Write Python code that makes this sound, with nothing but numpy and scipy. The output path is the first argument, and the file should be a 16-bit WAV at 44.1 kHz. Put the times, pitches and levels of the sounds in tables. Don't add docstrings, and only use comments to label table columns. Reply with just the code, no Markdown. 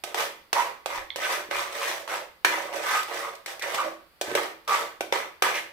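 import sys
import numpy as np
from scipy import signal
from scipy.fft import rfft, irfft, next_fast_len
from scipy.io import wavfile
from scipy.ndimage import uniform_filter1d

SR = 44100
rng = np.random.default_rng(int(sys.argv[2]) if len(sys.argv) > 2 else 0)


def transcribe(u):
    v = np.clip(np.atleast_2d(u).T, -1, 1)
    q = np.round(v * 32767).astype(np.int16)
    wavfile.write(sys.argv[1], SR, q)


N = 252379


def amp(db):
    return 10 ** (np.asarray(db) / 20)


def evened(x):
    return x / np.sqrt(np.mean(x ** 2) + 1e-20)


def read(points, hz):
    table_hz, value = np.transpose(points)
    return np.interp(np.log(hz + 1), np.log(table_hz + 1), value)


def sides(db):
    return amp(np.array([[0.5], [-0.5]]) * db)


def add(mix, start_s, sound):
    part = mix[:, max(round(start_s * SR), 0):][:, :sound.shape[1]]
    part += sound[:, :part.shape[1]]


def colour(x, points, size=2048):
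    log_gain = np.log(amp(read(points, abs(np.fft.fftfreq(size, 1 / SR)))))
    taps = np.fft.ifft(np.exp(np.conj(signal.hilbert(log_gain)))).real
    return signal.oaconvolve(x, taps[None, :size // 2], axes=1)[:, :x.shape[1]]


def resonate(x, hz, width_hz):
    r = np.exp(-np.pi * abs(width_hz) / SR)
    pole = r * np.exp(2j * np.pi * hz / SR)
    return 2 * signal.lfilter([1 - r], [1, -pole], x).real


def wander(rate_hz):
    hz = np.fft.rfftfreq(N, 1 / SR)[:4096]
    size = next_fast_len(N)
    spectrum = rfft(rng.standard_normal(size))[:len(hz)]
    return evened(irfft(spectrum / (1 + (hz / rate_hz) ** 4), size)[:N])


# frequency in Hz, left-right correlation from 0 to 1.
LIKENESS = [(50, 0.083), (250, 0.98), (500, 0.87), (1000, 0.4), (2000, 0), (4000, 0), (15000, 0.0037)]


def pair_noise(size):
    full = next_fast_len(size)
    a, b = rfft(rng.standard_normal((2, full)))
    same = np.clip(read(LIKENESS, np.fft.rfftfreq(full, 1 / SR)), -1, 1)
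    left = same * a + np.sqrt(1 - same ** 2) * b
    return irfft(np.array([left, a]), full)[:, :size]


def burst(rise_s, size=2048):
    u = np.arange(size) / SR / rise_s
    return u * np.exp(1 - u) * pair_noise(size)


# frequency in Hz, relative level in dB per Hz.
QUIET_SPECTRUM = [(20, -29), (55, -49.5), (120, 3), (400, 3), (1200, 5), (2500, 2), (4000, -1), (4700, 1.5),
                  (6000, -13), (15000, -4.5)]


def room_quiet():
    return amp(-61) * evened(colour(pair_noise(N), QUIET_SPECTRUM))


# frequency in Hz, relative level in dB per Hz.
RUMBLE_SPECTRUM = [(15, 4), (32, -43), (55, 13), (85, -5.5), (150, -29), (400, -45)]
# middle in seconds, time from the middle to 1/e of the height in seconds, level in dB.
RUMBLE_SWELLS = [(1.0, 0.054, -56), (1.22, 0.11, -67), (1.58, 0.081, -63)]
RUMBLE_REST_DB = -73


def low_rumble():
    t = np.arange(N) / SR
    swell = amp(RUMBLE_REST_DB)
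    for middle_s, half_s, db in RUMBLE_SWELLS:
        swell = swell + amp(db) * np.exp(-((t - middle_s) / half_s) ** 2)
    return swell * evened(colour(pair_noise(N), RUMBLE_SPECTRUM))


# frequency in Hz, time to fall by 60 dB in seconds.
KITCHEN_DECAY = [(200, 0.67), (530, 0.34), (1400, 0.44), (3700, 0.42), (9700, 0.34), (15000, 0.46)]


def kitchen(x, first_s=0.0013):
    hz, t, bands = signal.stft(pair_noise(SR * 3 // 4), SR, nperseg=256)
    fall = amp(-60 * t / read(KITCHEN_DECAY, hz)[:, None])
    tail = signal.istft(bands * fall, SR, nperseg=256)[1]
    tail *= np.clip(np.arange(tail.shape[1]) / SR / first_s - 1, 0, 1)
    tail /= np.linalg.norm(tail, axis=1, keepdims=True)
    return signal.oaconvolve(x, tail, axes=1)[:, :N]


# frequency in Hz, relative level in dB per Hz.
GRIT_SPECTRUM = [(300, -78), (1500, -13), (3000, 1), (4200, -1.5), (6000, -3.5), (7200, -6), (9000, -7),
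                 (15000, -11)]
# start in seconds, level in dB before colouring and halving.
SNAPS = [(3.03, -18.5), (3.352, -28.5), (4.431, -22.5), (4.648, -46)]


def paste_snaps():
    out = np.zeros((2, N))
    for start_s, db in SNAPS:
        add(out, start_s, amp(db) * colour(burst(rise_s=0.0019), GRIT_SPECTRUM) / 2)
    return out


# frequency in Hz, envelope height in dB before panning, rise and decay time in seconds.
CLINK_TONES = [(3450, -23, 0.0008), (4100, -35, 0.00099), (2120, -30, 0.0013)]


def bright_clink():
    out, t = np.zeros((2, N)), np.arange(1024) / SR
    clink = np.zeros(1024)
    for hz, db, decay_s in CLINK_TONES:
        envelope = t / decay_s * np.exp(1 - t / decay_s)
        clink += amp(db) * envelope * np.sin(2 * np.pi * hz * t)
    add(out, 1.1035, sides(-6) * clink)
    return out


# frequency in Hz, relative level in dB per Hz.
THUD_SPECTRUM = [(15, -36), (70, -16), (130, -9), (230, -6.5), (450, 2.5), (900, -51)]
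# start in seconds, level in dB before a 19.5 dB cut and the pan's ring.
THUDS = [(1.485, -35), (4.276, -26.5), (4.318, -24), (4.352, -26.5)]


def pan_thuds():
    out = np.zeros((2, N))
    for start_s, db in THUDS:
        add(out, start_s, amp(db - 19.5) * evened(colour(burst(rise_s=0.0043), THUD_SPECTRUM)))
    return out


# middle in seconds, a third of the whole length in seconds, pitch in Hz,
# level in dB before the pan's ring, roughness from 0 to 1.
JUDDERS = [(0.583, 0.025, 978, -24, 0.26), (1.25, 0.019, 2410, -33.5, 0.84), (1.344, .025, 1500, -37, .8),
           (1.836, 0.018, 2200, -33.5, .7), (2.117, 0.026, 1400, -39, .8), (2.92, .035, 1397, -31.5, 0.87),
           (2.967, 0.029, 1224, -30, 0.21), (3.257, .035, 1136, -38, .33), (3.631, 0.018, 2076, -35, 0.58),
           (3.799, 0.019, 1146, -27.5, 0.41), (3.861, 0.019, 597, -34.5, 0.27),
           (4.723, 0.036, 1180, -27, 0.28), (5.465, 0.013, 1147, -32.5, 0.38),
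           (5.567, 0.029, 2165, -33, .6)]


def judders(jitter=0.3058, shimmer_db=2.0, octave_db=-13, lag_rad=0.65):
    out, t = np.zeros((2, N)), np.arange(N) / SR
    unsteady = wander(rate_hz=422)
    grip = evened(amp(shimmer_db * wander(rate_hz=325)))
    for middle_s, third_s, hz, db, rough in JUDDERS:
        on = abs(t - middle_s) < 1.5 * third_s
        pitch = hz * np.exp(jitter * rough * unsteady[on])
        phase = 2 * np.pi * np.cumsum(pitch) / SR + np.array([[0], [lag_rad]])
        tone = evened(np.sin(phase) + amp(octave_db) * np.sin(2 * phase))
        fade = signal.windows.tukey(on.sum(), 2 / 3)
        out[:, on] += amp(db) * tone * grip[on] * fade
    return out


# frequency in Hz, relative level in dB per Hz.
KNOCK_SPECTRUM = [(15, -56), (150, -23), (280, -17.5), (380, -4.5), (600, -5), (1000, -5), (1400, -2.5),
                  (2300, -1), (3200, -7.5), (5000, -17), (10000, -32)]
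# start in seconds, level in dB before a 24 dB cut and the pan's ring, hard click in dB
# against the knock before a 14.5 dB lift, main tone of the spot struck in Hz.
KNOCKS = [(0.037, -17, -14, 600), (0.144, -11, -21, 850), (0.529, -5.5, -18.5, 1020),
          (0.859, -11.5, -21, 670), (1.159, -17, -15.5, 630), (1.511, -12.5, -33, 578),
          (2.076, -19.5, -22, 970), (2.447, 1, -22, 1650), (2.727, -21.5, -23, 700), (2.759, -25, -12, 830),
          (3.46, -19.5, -14, 1980), (3.594, -26, -14, 2330), (3.622, -20.5, -11, 2090),
          (3.745, -15, -15, 900), (4.212, -12, -14.5, 660), (4.314, -17, -40, 467), (4.351, -4, -20.5, 620),
          (4.677, -16, -17, 1040), (5.007, -10, -22.5, 780), (5.124, -4.5, -26, 670),
          (5.422, -2.5, -18.5, 1020)]


def knocks(tone_width_hz=800, tone_db=-3, crack_db=-3):
    out = np.zeros((2, N))
    for start_s, db, click_db, hz in KNOCKS:
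        blow = colour(burst(rise_s=0.0014), KNOCK_SPECTRUM)
        tone = resonate(resonate(blow, hz, tone_width_hz), hz, tone_width_hz)
        knock = evened(evened(blow) + amp(tone_db) * evened(tone))
        crack = evened(np.roll(burst(rise_s=0.0003), SR // 1000, axis=1))
        clatter = evened(burst(rise_s=0.004))
        click = evened(colour(clatter + amp(crack_db) * crack, GRIT_SPECTRUM))
        add(out, start_s, amp(db - 24.0) * (knock + amp(click_db + 14.5) * click))
    return out


# start in seconds, time pressing harder in seconds, time easing off in seconds,
# rasp of the edge on metal in dB, dull drag of the paste in dB against the rasp,
# fine grit in dB against the rasp. All levels are at full pressure, before the trims in scrape().
PUSHES = [(.045, 0.042, 0.071, -42.5, -2, -9), (0.144, 0.073, 0.079, -28, -6, -7.5),
          (.532, 0.052, 0.13, -27.5, -7, -11.5), (0.869, 0.09, 0.079, -31.5, -7.5, -13),
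          (1.162, 0.17, 0.11, -29.5, -5.5, -9), (1.5, 0.074, 0.18, -28, -9, -11.5),
          (1.711, 0.17, 0.17, -31.5, -5.5, -7), (2.076, 0.062, 0.11, -32, -4.5, -10),
          (2.45, 0.013, 0.3, -28, -6, -12), (2.724, 0.02, 0.18, -33, -1.5, -10),
          (2.81, 0.14, 0.098, -27, -11.5, -9), (3.069, 0.11, .18, -33, -5, -10),
          (3.462, 0.029, 0.093, -38, -4.5, -6.5), (3.615, 0.14, 0.18, -32, -4, -10),
          (4.218, 0.092, 0.12, -37, -2.5, -11), (4.354, 0.012, 0.15, -27.5, -6.5, -13),
          (4.675, 0.069, 0.14, -27, -7, -9), (5.125, 0.0087, 0.14, -26.5, -9.5, -13),
          (5.425, 0.022, 0.15, -23.5, -7, -14), (5.523, 0.035, 0.081, -35, -4, -5)]
SWELL_DB, EASE_DB = 9, 21
SWELL_SHAPE, EASE_SHAPE = 1.66, 1.58
BITE_S, LIFT_S = 0.013, 0.021
DRAG_FOLLOWS, GRIT_FOLLOWS = 0.58, 1


def push_levels():
    t, gains = np.arange(N) / SR, np.zeros((3, N))
    for start, rise_s, fall_s, rasp_db, drag_db, grit_db in PUSHES:
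        top = start + rise_s
        end = top + fall_s
        on = (t > start) & (t < end + LIFT_S)
        before = np.clip((top - t[on]) / rise_s, 0, 1)
        after = np.clip((t[on] - top) / fall_s, 0, 1)
        pressure_db = -SWELL_DB * before ** SWELL_SHAPE - EASE_DB * after ** EASE_SHAPE
        bite, lift = (t[on] - start) / BITE_S, 1 - (t[on] - end) / LIFT_S
        touch = np.clip(np.minimum(bite, lift), 0, 1)
        layers_db = np.array([pressure_db,
                              drag_db + DRAG_FOLLOWS * pressure_db,
                              grit_db + GRIT_FOLLOWS * pressure_db])
        gains[:, on] = np.maximum(gains[:, on], touch * amp(rasp_db + layers_db))
    return gains


def grains(per_s, spread_db, decay_s):
    happens = rng.random(N) < per_s / SR
    size = amp(spread_db * np.minimum(rng.exponential(1, N), 4)) * happens
    power = signal.lfilter([1], [1, -np.exp(-2 / (decay_s * SR))], size ** 2)
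    return evened(np.sqrt(power + 1e-12) * pair_noise(N))


def shifting(x):
    bands = signal.stft(x, nperseg=512)[2]
    patches = rng.standard_normal(bands.shape[1:])
    for axis in (0, 1):
        patches = uniform_filter1d(patches, size=3, axis=axis)
    return signal.istft(bands * amp(3 * evened(patches)), nperseg=512)[1][:, :N]


# frequency in Hz, relative level in dB per Hz.
DRAG_SPECTRUM = [(40, -45), (150, -24.5), (280, -21.5), (350, -10), (520, 1), (720, 0.5), (950, -5.5),
                 (1600, -43)]
RASP_SPECTRUM = [(200, -50), (700, -0.5), (900, 5.5), (1220, 4.5), (1420, -2.5), (2000, 4), (2600, -4),
                 (3400, -12), (4500, -16), (8000, -45.5)]


def scrape():
    rasp_gain, drag_gain, grit_gain = push_levels()
    slips = grains(per_s=2200, spread_db=2.5, decay_s=0.0011)
    crumbs = grains(per_s=320, spread_db=3.5, decay_s=0.00054)
    fine_slips = grains(per_s=4100, spread_db=2.0, decay_s=0.00049)
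    rasp = evened(shifting(colour(slips + amp(-5) * crumbs, RASP_SPECTRUM)))
    drag = evened(colour(slips, DRAG_SPECTRUM))
    grit = evened(shifting(colour(fine_slips, GRIT_SPECTRUM)))
    lumps = amp(1.1 * wander(rate_hz=70))
    metal_and_paste = amp(-2.5) * (rasp_gain * rasp + drag_gain * drag)
    return lumps * (metal_and_paste + amp(2.0) * grit_gain * grit)


# frequency in Hz, width in Hz, level in dB over its broad response, left-right difference in dB.
PAN_MODES = [(328.1, 5.9, 8, 2.5), (373.5, 8.4, 0, 6), (455.5, 4.7, 2, 6), (562, 25.4, 1, -1.5),
             (806, 41, -21, -35), (949, 20, -5.5, -11.5), (1116, 6.4, -1.5, -9), (1265, 57, -3, 0),
             (1527, 32, -4, -20), (1700, 5.4, -1, 3), (2010, 37, -8, 12), (2408, 19, 0.5, 9.5),
             (3490, 180, -6.5, 8), (5860, 480, -8, -13.5), (7770, 160, -2, -6)]


def pan_ring(x):
    t = np.arange(SR // 3) / SR
    response = np.zeros((2, len(t)))
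    response[:, 0] = 1
    for hz, width_hz, db, lean_db in PAN_MODES:
        strength = amp(db) * 2 * np.pi * width_hz / SR
        mode = np.exp(-np.pi * width_hz * t) * np.cos(2 * np.pi * hz * t)
        response += sides(lean_db) * strength * mode
    return signal.oaconvolve(x, response, axes=1)[:, :N]


def scene(drift_hz=0.7005):
    touching = scrape() + judders() + knocks() + pan_thuds()
    near = pan_ring(touching) + paste_snaps() + bright_clink()
    turn = 2 * np.pi * drift_hz * np.arange(N) / SR
    echoes = kitchen(near * np.cos(turn)) + kitchen(near * np.sin(turn))
    return near + amp(-3.0) * echoes + room_quiet() + low_rumble()


# frequency in Hz, left-right difference in dB.
MICROPHONE_LEAN = [(60, -6.5), (400, -4.5), (700, -4.5), (1300, -2), (2000, -2.5), (2800, 3), (3700, -3),
                   (5000, -1), (9000, 2), (15000, 2)]
EDGE_HZ = 15600


def record(dry):
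    size = next_fast_len(N + 4096)
    lean = sides(read(MICROPHONE_LEAN, np.fft.rfftfreq(size, 1 / SR)))
    heard = irfft(rfft(dry, size) * lean, size)[:, :N]
    low_pass = signal.firwin(161, EDGE_HZ, window=("kaiser", 9), fs=SR)
    return signal.oaconvolve(heard, low_pass[None], "same")


dry = scene()
out = record(dry)
transcribe(out)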